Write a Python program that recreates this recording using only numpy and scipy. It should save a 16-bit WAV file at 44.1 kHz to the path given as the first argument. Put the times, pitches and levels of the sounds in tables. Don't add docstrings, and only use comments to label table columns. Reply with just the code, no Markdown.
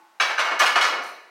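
import sys
import numpy as np
from scipy import signal
from scipy.fft import rfft, irfft, next_fast_len
from scipy.io import wavfile
from scipy.ndimage import uniform_filter1d

SR = 44100
rng = np.random.default_rng(int(sys.argv[2]) if len(sys.argv) > 2 else 0)


def generate_wav(sig):
    pcm = np.round(np.clip(np.atleast_2d(sig).T, -1, 1) * 32767).astype(np.int16)
    wavfile.write(sys.argv[1], SR, pcm)


def undo_db(level):
    steps = np.asarray(level, float) / 20
    return 10 ** steps


N = 57330


def unit(x):
    return x / np.sqrt(np.mean(x ** 2) + 1e-20)


def energy_one(x):
    return x / np.linalg.norm(x)


def along(points, hz):
    f, value = np.transpose(points)
    return np.interp(np.log(hz + 1), np.log(f + 1), value)


def coloured(x, gain_db):
    size = 4096
    gain = undo_db(gain_db(np.fft.rfftfreq(size, 1 / SR)))
    cepstrum = irfft(np.log(gain + 1e-6), size)
    cepstrum[1:size // 2] *= 2
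    cepstrum[size // 2 + 1:] = 0
    impulse = irfft(np.exp(rfft(cepstrum)), size)
    return signal.fftconvolve(x, impulse)[:len(x)]


def dying(t60s, count, rows):
    hz, t, z = signal.stft(rng.standard_normal((rows, count)), SR, nperseg=256)
    decay = undo_db(-60 * t / along(t60s, hz)[:, None])
    return signal.istft(z * decay, SR, nperseg=256)[1][:, :count]


# frequency in Hz, level in dB per Hz.
AIR = [(59, -86), (100, -18), (322, -27), (676, -13), (854, -8), (3250, -22.5), (15000, -36), (16000, -31)]


def air_noise():
    return coloured(rng.standard_normal(N), lambda hz: along(AIR, hz))


def air():
    return undo_db(-60) * unit(air_noise())


# frequency in Hz, level in dB rms.
EARLIER = [(333.8, -74), (839.8, -68), (877.5, -66), (1093, -70.5), (1497, -75), (1674, -98), (1900, -84)]


def earlier_knock():
    t60_s, tones_db, tail_db, waver_rad = 0.67, 14, -64, 0.63
    t = np.arange(N) / SR
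    hz, db = np.transpose(EARLIER)[..., None]
    drift = unit(uniform_filter1d(rng.standard_normal((len(EARLIER), N)), 900, axis=1))
    start = rng.random(hz.shape) * 2 * np.pi
    tones = undo_db(db + tones_db) * np.sin(2 * np.pi * hz * t + start + waver_rad * drift)
    return undo_db(-60 * t / t60_s) * (tones.sum(0) + undo_db(tail_db) * unit(air_noise()))


def crowded(depth_db):
    peaks = unit(uniform_filter1d(rng.standard_normal(2049), 5))
    grid_hz = np.linspace(0, SR / 2, len(peaks))
    return lambda hz: depth_db * np.interp(hz, grid_hz, peaks) * np.clip(hz / 3000, .3, 1)


def ring(modes, t):
    spread_db, detune, longest_s = 2, 0.00793, 0.32
    hz, db, t60 = np.repeat(np.transpose(modes), 3, axis=1)[..., None]
    chance = rng.standard_normal((len(hz), 3))
    level = undo_db(db + spread_db * chance[:, :1] - 60 * t / np.clip(t60, .02, longest_s))
    phase = 2 * np.pi * (hz * (1 + detune * chance[:, 1:2]) * t + chance[:, 2:])
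    return (level * np.sin(phase)).sum(0)


# frequency in Hz, level in dB, t60 in seconds.
RACK = [(690, -18, 0.17), (1200.6, 0.5, 0.27), (1239, -2, 0.065), (1570, -28, 0.091), (1560, 8, 0.05),
        (1762, -11.5, 0.34), (2295, -1.5, 0.27), (2463, 0, 0.052), (2880, -4, 0.099), (3444, -15.5, 0.25),
        (3920, -6, 0.12), (5120, -32, 0.082), (6230, -11.5, 0.08), (6347, -26, 0.31)]
PLATES = [(642, -21, 0.13), (1080, -4, 0.13), (1218, 3, 0.076), (1284, -1, 0.1), (1427, 2.5, 0.16),
          (1474, -8, 0.13), (1728, -13, 0.35), (1730, 0, 0.31), (2209, -3, 0.33), (2850, -9.5, 0.35),
          (3040, -8.5, 0.26), (4340, -38, 0.12), (5200, -20, 0.14), (5930, -11, 0.11)]
SLEEVE = [(730.5, -11.5, 0.14), (1120, -4, 0.18), (1241.4, 4.5, 0.17), (1402, -11, .2), (1724, -1, 0.11),
          (2190, -7, 0.33), (2920, 4, 0.064), (3280, -0.5, 0.061), (4330, -10, 0.18), (5168, -11, 0.17),
          (5350, -15, 0.099), (6500, -17, 0.15), (7989, -42, 0.12), (10500, -23, 0.057)]


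def steel_rings(part, t):
    rack, plates, sleeve = np.clip(1 - np.abs(np.clip(part, 0, 2) - np.arange(3)), 0, 1)
    return rack * ring(RACK, t) + plates * ring(PLATES, t) + sleeve * ring(SLEEVE, t)


# frequency in Hz, t60 in seconds.
CLANK_T60 = [(200, 0.42), (1500, 0.21), (5000, 0.2), (14000, 0.027)]


def chatter(chatter_s, shape):
    scatter_db, fade_db = 7, 8
    taps = dying(CLANK_T60, count=len(shape), rows=5) * shape
    draw = rng.random((len(taps), 2))
    when = (np.arange(len(taps)) + draw[:, 0] - draw[0, 0]) / len(taps)
    sizes = undo_db(scatter_db * (2 * draw[:, 1] - 1) - fade_db * when)
    clank = np.zeros(SR)
    for tap, size, s in zip(taps, sizes, when * np.clip(chatter_s, .002, .1)):
        clank[int(s * SR):][:len(shape)] += size * tap
    return clank


# frequency in Hz, t60 in seconds.
ROOM = [(300, 1), (1300, 0.69), (2550, 0.82), (3400, 0.49), (4050, 0.72), (6500, 0.46), (10000, 0.4),
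        (14000, 0.38)]


def room_tails(chatter_s):
    delay_s = 0.0056
    t = np.arange(SR) / SR
    return dying(ROOM, count=SR, rows=2) * (1 - np.exp(-t / (delay_s + chatter_s)))


# frequency in Hz, level in dB per Hz.
CLANK = [(150, -46), (300, -23.5), (650, -7.5), (1250, -1), (2300, -8.5), (5800, -19), (7500, -26.5),
         (16000, -41)]


def contact(db, tilt_db, part, chatter_s, steel):
    ring_db, room_db, ring_room_db, blow_db, rise_s = -4, -1.5, -3, 19.5, 0.0019
    t = np.arange(SR // 4) / SR
    shape = (1 - np.exp(-t / rise_s)) * np.cos(2 * np.pi * t)
    slope = lambda hz: tilt_db * np.log2((hz + 200) / 1500)
    rings = undo_db(ring_db) * energy_one(coloured(steel_rings(part, t) * shape, slope))
    taps = chatter(chatter_s, shape)
    clank_tail, ring_tail = room_tails(chatter_s)
    own = crowded(4)
    clank = energy_one(taps) + undo_db(room_db) * energy_one(clank_tail)
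    clank = coloured(clank, lambda hz: along(CLANK, hz) + slope(hz) + own(hz) + steel(hz))
    echo = undo_db(ring_db + ring_room_db) * energy_one(signal.fftconvolve(rings, ring_tail)[:SR])
    return undo_db(db + blow_db) * (energy_one(clank) + echo + np.pad(rings, (0, SR - len(t))))


# start in seconds, peak level in dB, brightness in dB per octave,
# struck part (0 rack, 1 plates, 2 sleeve), chatter in seconds.
CONTACTS = [(0.1989, -4.5, 0.5, 0.27, 0.028), (.2946, -15.5, -1, 0.8, 0.028), (.379, -6, 0, 0.49, 0.032),
            (0.446, -12, -2, 0.83, .03), (.509, -11.5, -3.5, 1.47, 0.023), (.591, -12, 7, 0.69, .008),
            (.598, -2, -0.5, 0.96, .04), (.6584, -9.5, 3, 1.94, .01), (0.688, -23.5, -8.5, 1.4, .02),
            (.748, -41, 27, 0.99, .01), (.756, -3.5, -1, 1.8, .02), (.810, -8, 3, 2.3, .03),
            (.84, -8.5, 0, 1.67, .02), (.869, -24, 0, 2.4, .02), (.919, -17.5, -10.5, 1.14, .02),
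            (0.981, -21.5, -6.5, 0.77, .02), (1.02, -32, 11, 0.44, 0.13)]


def barbell():
    out = np.zeros(N + 2 * SR)
    steel = crowded(1.5)
    for s, *blow in CONTACTS:
        out[round(s * SR):][:SR] += contact(*blow, steel)
    return out[:N]


# level in dB, frequency in Hz, rise in seconds, t60 in seconds.
FRAME = (-40.5, 182.5, -0.1, 0.17)


def frame():
    start_s, waver_db, waver_rad = .91, 5.4, 0.99
    db, hz, rise_s, t60 = FRAME
    t = np.clip(np.arange(N) / SR - start_s, 0, None)
    drift = unit(uniform_filter1d(rng.standard_normal(N), 1500))
    level = undo_db(db - 60 * t / t60 + waver_db * drift) * (1 - np.exp(-t / rise_s))
    return level * np.sin(2 * np.pi * hz * t + waver_rad * drift)


def scene():
    return (air() + earlier_knock() + barbell() + frame())[None]


def roll_off(x):
    return signal.sosfilt(signal.butter(12, 16360, fs=SR, output="sos"), x)


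def record(dry):
    low_hz, dull_hz, dull_db, ceiling, top_hz = 199, 12500, -6, .75, 16180
    rumble_db, shake_db = -101, -64
    cut = signal.sosfilt(signal.butter(5, low_hz, "high", fs=SR, output="sos"), dry)[0]
    cut = coloured(cut, lambda hz: dull_db * np.log2(np.maximum(hz / dull_hz, 1)))
    cut = cut / (1 + np.abs(cut / ceiling) ** 4) ** .25
    rumble_colour = lambda hz: -3 * np.log2(hz + 20) - 24 * np.log2(1 + hz / 250)
    rumble = unit(coloured(rng.standard_normal(N), rumble_colour))
    shaken = undo_db(rumble_db) + undo_db(shake_db) * uniform_filter1d(np.abs(cut), 800)
    size = next_fast_len(N + 8192)
    in_band = np.fft.rfftfreq(size, 1 / SR) < top_hz
    heard = irfft(rfft(cut + shaken * rumble, size) * in_band, size)[None, :N]
    return roll_off(heard)


dry = scene()
out = record(dry)
generate_wav(out)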